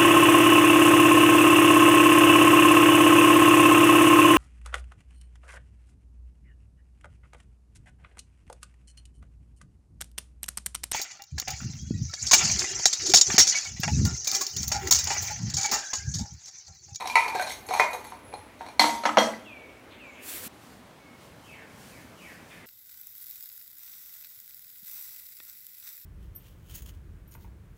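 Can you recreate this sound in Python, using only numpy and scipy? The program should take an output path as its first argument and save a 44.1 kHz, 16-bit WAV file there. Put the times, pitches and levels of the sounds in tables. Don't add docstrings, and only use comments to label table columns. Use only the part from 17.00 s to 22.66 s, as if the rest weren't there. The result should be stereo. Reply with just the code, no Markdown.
import sys
import numpy as np
from scipy import signal
from scipy.fft import rfft, irfft, next_fast_len
from scipy.io import wavfile
from scipy.ndimage import uniform_filter1d

SR = 44100
rng = np.random.default_rng(int(sys.argv[2]) if len(sys.argv) > 2 else 0)


def volts_from_db(level):
    exponent = np.asarray(level, float) / 20
    return 10 ** exponent


def file_out(sig):
    cols = np.atleast_2d(sig).T
    lim = np.clip(cols, -1, 1)
    pcm = np.round(lim * 32767).astype(np.int16)
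    wavfile.write(sys.argv[1], SR, pcm)


N = 249595
CHANGE_S = 3.478


def evened(x):
    return x / np.sqrt(np.mean(x ** 2) + 1e-20)


def read(points, hz):
    f, value = np.transpose(points)
    return np.interp(np.log(hz + 1), np.log(f + 1), value)


def add(mix, s, sound):
    part = mix[..., round(s * SR):][..., :sound.shape[-1]]
    part += sound[..., :part.shape[-1]]


def lean(db):
    return volts_from_db(np.array([[db / 2], [-db / 2]]))


def blend(left, other, same):
    return same * left + np.sqrt(1 - same ** 2) * other


def likeness(hz):
    return 1 / (1 + (hz / 2200) ** 3.2)


def band(x, lo_hz, hi_hz):
    edges = [lo_hz, min(hi_hz, SR / 2 - 1000)]
    return signal.sosfilt(signal.butter(3, edges, "bandpass", fs=SR, output="sos"), x)


def resonate(x, hz, width):
    turn = np.exp(2j * np.pi * np.cumsum(hz) / SR)
    r = np.exp(-np.pi * width / SR)
    return 2 * (turn * signal.lfilter([1 - r], [1, -r], x / turn)).real


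def swells(rows, rise, fall):
    s, hold, db = np.transpose(rows)[..., None]
    t = np.arange(0, N + 64, 32) / SR
    gain = volts_from_db(db - rise * np.maximum(s - t, 0) - fall * np.maximum(t - s - hold, 0)).sum(0)
    return np.interp(np.arange(N) / SR, t, gain)


def clumps(db, smooth):
    return volts_from_db(db * evened(uniform_filter1d(rng.standard_normal(N), size=smooth)))


def in_bedroom():
    return np.clip((np.arange(N) / SR - CHANGE_S) / 0.003, 0, 1)


def hiss(colour, patchy_db, same):
    frames, hz = N // 256 + 5, np.fft.rfftfreq(1024, 1 / SR)
    a, b, c, d, patches = rng.standard_normal((frames, 513, 5)).T
    patches = evened(uniform_filter1d(uniform_filter1d(patches, 12, 0), 10, 1))
    same = np.clip(same(hz), -1, 1)[:, None]
    left = a + 1j * b
    z = np.array([left, blend(left, c + 1j * d, same)])
    z *= volts_from_db(read(colour, hz)[:, None] + patchy_db * patches)
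    return evened(signal.istft(z, nperseg=1024, noverlap=768)[1][:, :N])


def tail(decays, gap_s, same):
    echoes = np.zeros((2, SR))
    at = np.arange(round(gap_s * SR), SR - 20, 20)
    at = at + rng.integers(0, 20, (2, len(at)))
    np.put_along_axis(echoes, at, rng.choice([-1., 1.], at.shape), 1)
    hz, t, z = signal.stft(echoes, SR, nperseg=256)
    z[1] = blend(z[0], z[1], np.clip(same(hz), 0, 1)[:, None])
    out = signal.istft(z * volts_from_db(-60 * t / read(decays, hz)[:, None]), SR, nperseg=256)[1]
    return out / np.linalg.norm(out[0])


def tone(rows, waver, smooth):
    s, hz, db = np.transpose(rows)
    t = np.arange(s[0], s[-1], 1 / SR)
    hz = np.interp(t, s, hz) * (1 + waver * evened(uniform_filter1d(rng.standard_normal(len(t)), size=smooth)))
    fade = signal.windows.tukey(len(t), .15)
    return s[0], np.sqrt(2) * volts_from_db(np.interp(t, s, db)) * np.sin(2 * np.pi * np.cumsum(hz) / SR) * fade


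def dying_modes(table, rise_s):
    out, t = np.zeros(N), np.arange(12000) / SR
    for s, db, hz, t60 in table:
        add(out, s, volts_from_db(db - 60 * t / t60) * np.sin(2 * np.pi * hz * t) * np.minimum(t / rise_s, 1))
    return out


# pitch_hz, level_db_per_hz
RUMBLE_COLOUR = [(38, -35), (50, -17), (75, 32), (110, 8), (150, -38), (300, -54)]
# start_s, hold_s, level_db
PASSES = [
    (0.5, 0.076, -67),
    (1.0, 0.43, -66),
    (1.95, 0.0504, -64),
    (5.0, .15, -71),
]


def traffic():
    shelf_room_db, bedroom_db = -61.5, -68
    steady = volts_from_db(shelf_room_db + (bedroom_db - shelf_room_db) * in_bedroom())
    gain = steady + swells(PASSES, rise=95, fall=99)
    return lean(2.7) * gain * hiss(RUMBLE_COLOUR, 1.1, likeness)


# pitch_hz, level_db_per_hz
SHELF_ROOM_TONE = [(59, -22), (100, -24.5), (271, -3.5), (315, -8), (513, -9), (1720, -16), (2270, -15.5),
                   (3320, -21.5), (9820, -33), (10900, -33.5), (16000, -38)]
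# pitch_hz, level_db_per_hz
BEDROOM_TONE = [(53, -31), (90, -6.5), (229, -6), (290, -6.5), (323, -10.5), (647, -11), (721, -13),
                (786, -12), (2180, -19), (3740, -22), (16000, -38)]
# pitch_hz, left_right_likeness
TONE_LIKENESS = [(60, 1), (180, 0.97), (550, 0.84), (1650, 0.47), (4970, -0.44), (15000, 0.44)]


def hush():
    after = in_bedroom()
    first = volts_from_db(-50) * hiss(SHELF_ROOM_TONE, 1.2, lambda hz: read(TONE_LIKENESS, hz))
    second = volts_from_db(-50.5) * hiss(BEDROOM_TONE, 0.7, lambda hz: read(TONE_LIKENESS, hz))
    return lean(1.6) * (np.sqrt(1 - after) * first + np.sqrt(after) * second)


def whistle(s, length, first_hz, last_hz, db):
    settle_s, open_s, hold_s = 0.055, 0.022, 0.068
    open_db, fade_db_per_khz = -4, -26
    t = np.linspace(0, length, num=40)
    fade_db = fade_db_per_khz * (first_hz - last_hz) / 1000
    shape_db = np.interp(t, [0, open_s, open_s + hold_s, length], [open_db, 0, 0, fade_db])
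    hz = last_hz + (first_hz - last_hz) * np.exp(-t / settle_s)
    return tone(np.transpose([s + t, hz, db + shape_db]), waver=.004, smooth=300)


def slur(s, length, first_hz, last_hz, db):
    u = np.linspace(0, 1, num=20)
    arch_db = -8.5 * (2 * u - 1) ** 2
    rows = np.transpose([s + u * length, first_hz + (last_hz - first_hz) * u, db + arch_db])
    return tone(rows, waver=.16 if length < .085 else .05, smooth=120)


# start_s, length_s, first_hz, last_hz, level_db
WHISTLES = [
    (2.443, 0.4, 3050, 2216, -50.5),
    (2.99, 0.26, 2996, 2120, -52),
    (3.981, 0.25, 2290, 2165, -64.5),
]
# start_s, length_s, first_hz,
# last_hz, level_db
SLURS = [
    (2.411, .09, 3100, 3550, -58.5),
    (3.028, 0.16, 7500, 6000, -68),
    (2.898, 0.059, 3600, 1724, -51),
    (3.146, 0.063, 3480, 1720, -50),
    (4.43, 0.2, 3253, 1296, -51.5),
    (4.9, 0.097, 2774, 1666, -56.5),
    (5.172, 0.16, 3090, 1408, -50.5),
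    (5.497, 0.041, 3200, 1400, -48.5),
    (5.564, 0.11, 2585, 1516, -57),
]
# pitch_hz, t60_s
OUTDOORS = [(1200, 1), (2400, 0.71), (4000, 0.68)]


def birds():
    clear, hoarse = np.zeros((2, N))
    for row in WHISTLES:
        add(clear, *whistle(*row))
    for row in SLURS:
        add(hoarse, *slur(*row))
    sent = volts_from_db(1.5) * clear + volts_from_db(3.0) * hoarse
    echo = signal.fftconvolve(sent[None], tail(OUTDOORS, 0.0083, likeness), axes=1)
    return volts_from_db(0.5) * clear + volts_from_db(-4.5) * hoarse + echo[:, :N]


# start_s, peak_db, pitch_hz, t60_s
STEPS = [
    (3.344, -37.5, 322, 0.05),
    (3.428, -42, 510, 0.07),
    (3.464, -33.5, 229, 0.05),
    (3.667, -49, 249, 0.34),
    (3.791, -45.5, 237, 0.19),
    (4.109, -44, 241, 0.12),
    (5.047, -42.5, 241, 0.11),
    (5.348, -53, 260, 0.25),
]


def footsteps():
    return dying_modes(STEPS, rise_s=0.0023)


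# start_s, hold_s, level_db
SWISH = [
    (3.238, .03, -45.5),
    (3.29, .09, -36),
    (3.44, .05, -38.5),
]
# pitch_hz, level_db_per_hz
SWISH_COLOUR = [(410, -50), (700, -20), (1170, -2), (2460, -1), (5060, -2), (8530, 2.5), (15800, 3),
                (16300, -6)]
# start_s, hold_s, level_db
DRESS = [(3.54, 0.0092, -64), (3.64, 0.097, -57.5), (4.235, .01, -56.5), (4.46, 0.071, -58.5),
         (4.73, 0.0093, -67), (4.81, 0.1, -53), (5.01, 0.0087, -58.5), (5.22, 0.12, -55), (5.5, 0.086, -57)]
# pitch_hz, level_db_per_hz
DRESS_COLOUR = [(1470, -4.5), (2500, -6), (2810, -4), (3770, -6), (4550, -3), (9810, -6), (15600, -10),
                (16200, -40)]


def cloth():
    after = in_bedroom()
    swish = swells(SWISH, rise=510, fall=220) * (1 - after) * hiss(SWISH_COLOUR, 1.2, likeness) * lean(3.1)
    dress = swells(DRESS, rise=133, fall=113) * after * hiss(DRESS_COLOUR, 1.0, likeness) * lean(1.1)
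    return swish + dress


# pitch_hz, width_hz, depth_db
VALLEYS = [(5070, 69, -17), (7020, 174, -7), (8750, 200, -12), (10070, 136, -8.5), (12080, 620, -15.5),
           (16200, 650, -5)]


def glazed(x):
    size = 2 * next_fast_len(N // 2 + 1)
    hz = np.fft.rfftfreq(size, 1 / SR)
    dips_db = sum(db * np.exp(-.5 * ((hz - at) / width) ** 2) for at, width, db in VALLEYS)
    dips = irfft(np.log(volts_from_db(dips_db)), size)
    dips = dips * np.where(np.arange(size) < size // 2, 2, 0) - dips[0] * (np.arange(size) == 0)
    return irfft(rfft(x, size) * np.exp(rfft(dips)), size)[:, :N]


# pitch_hz, width_hz, level_db
CUBBY = [
    (225, 28.6, -1.5),
    (306.2, 20, 2),
]


def cubby(table):
    push = np.zeros(N)
    for s, db, *_ in table:
        add(push, s, volts_from_db(db) * np.hanning(60))
    boom = 0
    for hz, width, db in CUBBY:
        curve = np.full(N, hz)
        boom = boom + volts_from_db(db) * resonate(resonate(push, curve, width), curve, 74)
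    return volts_from_db(-21.0) * boom / abs(boom).max()


def grains_through(table, body, lean_db, same):
    gain = sum(swells([(s, 0, db)], 8700, 60 / t60) for s, db, t60 in table)
    grains = rng.standard_normal((2, N)) * clumps(2.1, 60)
    grains[1] = blend(grains[0], grains[1], same)
    sound = sum(volts_from_db(db) * band(grains, hz - width / 2, hz + width / 2) * np.sqrt(SR / width)
                for hz, width, db in body)
    return lean(lean_db) * gain * evened(sound)


# start_s, level_db, t60_s
SCUFFS = [(0.071, -40, .15), (0.1, -47, 0.23), (0.155, -47, 0.19), (0.2813, -39, .15), (0.35, -45, .25),
          (0.412, -37.5, 0.16), (0.4983, -40, .1), (0.5202, -39, 0.08), (0.666, -44, 0.41),
          (0.7357, -38, 0.25), (0.798, -36, 0.1), (0.9078, -42, 0.15), (0.9343, -40.5, 0.31),
          (1.044, -46, .1), (1.0705, -43, 0.032), (1.1024, -44.5, .04), (1.797, -31, 0.32),
          (1.948, -46, 0.21), (2.185, -43, .25)]
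# pitch_hz, width_hz, level_db
GLAZE = [(6530, 400, 0.5), (7530, 540, -8), (9180, 770, 1), (10780, 500, -0.5), (11470, 320, 7),
         (13800, 970, -2), (15000, 300, -13)]


def scuffs():
    return grains_through(SCUFFS, GLAZE, lean_db=7.5, same=.1)


# start_s, level_db, t60_s
CLATTER = [(0.156, -27, 0.17), (0.281, -36, .15), (0.35, -36, 0.17), (0.423, -36, .15), (0.69, -36.5, .3),
           (0.737, -36.5, 0.23), (0.798, -22.5, 0.21), (0.931, -40.5, 0.18), (1.796, -26, 0.47),
           (2.037, -39, 0.17), (2.054, -24, 0.083), (2.061, -25, 0.12), (2.09, -42, 0.12),
           (2.172, -18.5, 0.1), (2.185, -26, 0.14), (2.206, -39, 0.44)]
# pitch_hz, width_hz, level_db
STONEWARE = [(594, 210, -1.5), (900, 270, 4), (1400, 520, -3), (2000, 760, -1.5), (3200, 690, -9),
             (4300, 760, -9), (5550, 770, -9.5), (6480, 500, -11.5)]


def clatter():
    return grains_through(CLATTER, STONEWARE, lean_db=1.0, same=0.78)


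# pitch_hz, level_db_per_hz
RATTLE_COLOUR = [(900, -33), (1500, -5), (3500, 1), (6000, 1.5), (10000, -7.5), (14500, -11), (16000, -45)]


def rattle(table):
    rows = [(s + 0.0017, 0, db + sharp) for s, db, _, sharp, _ in table]
    gain = swells(rows, rise=8000, fall=60 / 0.44)
    return volts_from_db(-19.5) * gain * clumps(1.36, 90) * hiss(RATTLE_COLOUR, 2.4, likeness)


# start_s, hold_s, level_db
SING = [
    (1.078, 0.0081, -51.5),
    (1.252, 0.16, -56),
]


def sing():
    hz = 10640
    rows = [(1.0, hz, 0), (1.22, hz - 100, 0.015), (1.38, hz + 200, 0), (1.7, hz, 0.021)]
    s, line = tone(rows, waver=0.0087, smooth=100)
    return s, line * swells(SING, rise=560, fall=240)[round(s * SR):][:len(line)]


# start_s, peak_db, pitch_hz, t60_s
PINGS = [
    (0.3574, -32, 1610, 0.21),
    (0.395, -22.5, 1542, 0.12),
    (0.4643, -34, 1585, 0.067),
    (0.5057, -23, 2080, 0.024),
    (2.337, -25, 1980, 0.023),
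    (2.184, -11, 3250, 0.063),
    (2.184, -16.5, 5760, 0.057),
]
# start_s, peak_db, pitch_hz, t60_s
THUMPS = [
    (0.259, -33, 440, 0.048),
    (0.349, -21.5, 460, 0.026),
    (0.693, -25.5, 460, 0.033),
    (0.797, -20, 432, 0.076),
    (0.934, -31, 499, 0.1),
    (1.336, -26, 480, 0.016),
]
# start_s, peak_db, pitch_hz, t60_s
HUMS = [(0.14, -30, 996, 0.32), (0.18, -24, 2440, 0.32), (.157, -20, 1300, 0.12), (.158, -14, 2000, 0.089),
        (.8, -20, 2150, 0.17), (.28, -24.5, 880, 0.42), (.8, -20, 2450, 0.28), (1.8, -20, 930, 0.44)]


def loose_modes():
    return dying_modes(PINGS + THUMPS + HUMS, rise_s=0.00076)


# start_s, pitch_hz
GRIP = [(0.0, 828), (0.17, 1033), (0.3, 937), (0.38, 704), (0.64, 775), (0.76, 864), (1.42, 860),
        (1.68, 756), (2.05, 870)]


def free_hz(s):
    return np.interp(s, *np.transpose(GRIP))


def rings(family, turns=0, free=None, damp_db=0):
    t = np.arange(SR // 8) / SR
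    hz, db, t60 = np.transpose(family)[..., None]
    if free:
        db = db - max(damp_db, 0) * abs(np.log2(hz / free))
    pair = 1 + 0.25 * np.cos(2 * np.pi * 0.0019 * hz * t)
    modes = volts_from_db(db - 60 * t / t60) * pair * np.sin(2 * np.pi * (hz * t + turns))
    return modes.sum(-2) * np.cos(t / t[-1] * np.pi / 2)


# pitch_hz, level_db, t60_s
DISHES = [
    [(360, -26, .04), (480, 28.5, 0.031), (666, 28.5, 0.026)],
    [(666, 1.5, 0.029), (758, -5, 0.032), (846.4, -9, 0.085), (916, -2.5, 0.051), (995, -8, 0.093),
     (1159, -8.5, 0.1), (1320, 3, 0.076)],
    [(2000, 9.5, 0.013), (2240, 8, 0.031), (2391, 6, 0.07), (2560, -6, 0.045)],
    [(3290, -26, .04), (3876, 1, 0.052), (4190, 0.5, 0.11), (4428, 1, 0.046), (5730, 7.5, 0.017),
     (6483, 10, 0.13)],
    [(7500, -16, 0.056), (8500, -28.5, 0.027), (9600, -11.5, 0.04), (10650, -22, 0.041), (11330, -25, 0.03),
     (13520, -20.5, 0.017)],
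]
# low_hz, high_hz, contact_s
RANGES = [
    (423, 700, 0.0094),
    (624, 2120, 0.0084),
    (1605, 3080, 0.0018),
    (3010, 5420, 0.0042),
    (6650, 13200, 0.0025),
]
# start_s, hold_s, chatter_db, rasp_db (against the chatter)
GRIND = [(0.0, 0.0057, -23.5, -13), (0.26, 0.011, -22.5, -21), (0.379, 0.012, -24, -11.5),
         (0.496, 0.011, -49.5, 13), (0.758, 0.019, -24.5, -9), (0.89, 0.072, -46, -9),
         (1.09, 0.008, -41.5, -6.5), (1.334, .05, -65, -1), (1.625, 0.054, -51, -2), (2.05, 0.037, -41, -6)]


def grind():
    hits = rng.random(N) < 2500 / SR
    slips = rng.standard_normal((2, N)) * hits * volts_from_db(4.5 * np.minimum(rng.exponential(1, N), 4))
    slips *= clumps(1.8, 700)
    slips[1] = 0.067 * slips[0] + 0.82 * slips[1]
    layers = []
    for family, (lo_hz, hi_hz, _) in zip(DISHES[2:], RANGES[2:]):
        ringing = signal.oaconvolve(slips, rings(family)[None], axes=1)[:, :N]
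        layers.append(evened(band(ringing + volts_from_db(29.5) * slips, lo_hz, hi_hz)))
    mid, high, fizz = layers
    low = evened(band(resonate(slips[0], free_hz(np.arange(N) / SR), 64), 280, 1340))
    chatter = swells([row[:3] for row in GRIND], rise=230, fall=260)
    rasp = swells([(s, hold, db + rasp_db) for s, hold, db, rasp_db in GRIND], rise=230, fall=260)
    return volts_from_db(-8.5) * chatter * (low + volts_from_db(-4.5) * mid) + volts_from_db(-2) * rasp * (high + volts_from_db(-4.5) * fizz)


def strikes(table, body, leans, cracks_db, fizz_db, damp_db, rough):
    out, t = np.zeros((2, N)), np.arange(SR // 8) / SR
    noise = rng.standard_normal((len(table), 2, 2000))
    steps = np.maximum(1 - abs(t * 256 - np.arange(35)[:, None]), 0)
    chance = rng.standard_normal((len(table), 2, 10))
    for (s, db, clink, sharp, thud), (left, other), (spot, path) in zip(table, noise, chance):
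        for k, rel_db in enumerate((thud, 0, clink, sharp, sharp + fizz_db)):
            lo_hz, hi_hz, contact_s = RANGES[k]
            same, size = likeness(np.sqrt(lo_hz * hi_hz)), len(body[k])
            family = np.array(body[k]) + 7.0 * spot[:size, None] * [0, 1, 0]
            turns = (1 - same) * 0.47 * path[:size, None] * [[[-1]], [[1]]]
            turns = turns + rough * other[350 * k:][:35 * size].reshape(size, -1) @ steps
            sound = rings(family, turns, free_hz(s) if k == 1 else None, damp_db)
            sound = sound * np.minimum(t / 0.00057, 1)
            crack = np.array([left, blend(left, other, same)]) * np.exp(-t[:2000] / contact_s)
            add(sound, 0, volts_from_db(cracks_db[k]) * crack * np.sqrt(SR / (hi_hz - lo_hz)) * 0.17)
            sound = band(sound, lo_hz, hi_hz)
            add(out, s, lean(leans[k]) * volts_from_db(db + rel_db) * sound / abs(sound).max())
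    return out


# start_s, blow_db, then against the blow clink_db, sharpness_db, flat_thud_db
KNOCKS = [(1.795, -35, -1, -26, -55), (1.795, -6.5, -1.5, 4, -31), (1.815, -16, -3, -2, -30),
          (1.841, -10, -22, -24, -12.5), (1.893, -20, -1, -10, -29), (2.036, -26, -4, -3.5, -5),
          (2.054, -10, -33, -11, -46), (2.062, -25, 4.5, -24, -5), (2.09, -15, -8, -28, -33),
          (2.171, -1.5, -11, -19, -14), (2.177, -12.5, -1, -22, 0), (2.176, -10.5, -13, -24, -5),
          (2.18, -19.5, -21, -19, 0), (2.185, -10, -10, -1, -6.5), (2.205, -13, -24, -30, -25)]
# pitch_hz, level_db, t60_s
SHELF = [
    [(400, -20, 0.0094), (492, -7.5, 0.06), (590, 0.5, 0.0506), (637, 5, 0.056)],
    [(730, 9, 0.0092), (838, 0, 0.023), (904, -13.5, 0.041), (1090, -3, 0.018), (1274, -7.5, 0.0475),
     (1446, -13, 0.019)],
    [(2024, -1.5, 0.05), (2196, -7.5, 0.027), (2276, -10, 0.038), (2454, -10.5, 0.031), (2980, -15, 0.0097)],
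    [(3250, -2, 0.032), (4010, -4, 0.063), (4230, 3, 0.038), (5080, 3, 0.0087), (5630, -29, 0.027),
     (5780, -26, 0.2), (6600, -1, 0.014)],
    [(7000, -1, 0.073), (8180, -6, 0.22), (8800, 11, 0.094), (10500, -10, 0.065), (10570, 0, 0.049),
     (11150, 9, 0.038), (12500, -1, 0.09)],
]
SHELF_LEAN = [2.5, 1.8, .3, 2.5, 2.1]
SHELF_CRACK = [5.6, 8.1, 13.7, 13, 6.1]


def shelf_knocks():
    knocks = strikes(KNOCKS, SHELF, SHELF_LEAN, SHELF_CRACK, fizz_db=-10, damp_db=-16, rough=.16)
    return knocks + lean(2.05) * cubby(KNOCKS)


# start_s, blow_db, then against the blow clink_db, sharpness_db
CLINKS = [(0.012, -23.5, -8, -19), (.022, -25, -19, -24), (0.056, -22.5, -10, -9), (0.073, -23.5, -4, 0.5),
          (0.098, -25, 6, -6), (0.155, -5, 4, -10), (.168, -12, 7, -17), (0.194, -43, 22, -13),
          (0.28, -21.5, 1, -9.5), (0.351, -22, 0, -8.5), (0.395, -16.5, -11, -22), (0.423, -22.5, 3.5, -3),
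          (0.473, -22, -1, -10), (0.519, -30.5, 4, -1.5), (0.687, -32, 3, 1.5), (0.709, -15.5, -4, -19),
          (0.737, -15, -10, -15), (.75, -18, -12, -22), (.762, -26, -12, -15), (0.797, -2, -2, -17.5),
          (0.85, -27, -8, -25), (0.931, -21, -32, -12.5), (.946, -24, -28, -22), (1.048, -34, 0, -8),
          (1.121, -27, -9, -18), (1.327, -36.5, 2, -17), (1.338, -24.5, -13, -14.5), (1.608, -22, -19, -31),
          (1.663, -30.5, 0, -13), (1.686, -30, -10, -14)]
DISHES_LEAN = [-3, 2.5, 0.5, 14.5, 9.5]
DISHES_CRACK = [-15, -3.5, -25, 17.5, 2.5]


def held_dishes():
    blows = [(*row, -22.5) for row in CLINKS]
    held = strikes(blows, DISHES, DISHES_LEAN, DISHES_CRACK, fizz_db=-1.5, damp_db=47.5, rough=0.082)
    held = held + grind() + loose_modes()
    add(held, *sing())
    return held


# pitch_hz, t60_s
ROOM = [(200, 0.71), (600, 0.4), (1500, 0.43), (4000, 0.29), (9000, 0.35), (15000, 1)]


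def scene():
    held, placed = held_dishes(), shelf_knocks()
    held_wet, placed_wet = [signal.fftconvolve(x, tail(ROOM, .003, likeness), axes=1)[:, :N]
                            for x in (held, placed)]
    near = volts_from_db(-2.5) * held + volts_from_db(-2.5) * held_wet + volts_from_db(1.5) * placed + placed_wet
    near = near + lean(1.1) * rattle(KNOCKS + [(*row, 0) for row in CLINKS])
    near = near + scuffs() + clatter()
    return glazed(near) + birds() + footsteps() + cloth() + hush() + traffic()


def band_limit(x):
    return signal.sosfilt(signal.butter(12, 16420, fs=SR, output="sos"), x)


def record(dry):
    ceiling = 1.05
    limited = np.tanh(dry / ceiling) * ceiling
    thin = signal.sosfilt(signal.butter(4, 46, "highpass", fs=SR, output="sos"), limited)
    top = signal.firwin(255, 15950, window=("kaiser", 8), fs=SR)
    thin = signal.oaconvolve(thin, top[None], "same")
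    return band_limit(thin)


dry = scene()
out = record(dry)
file_out(out)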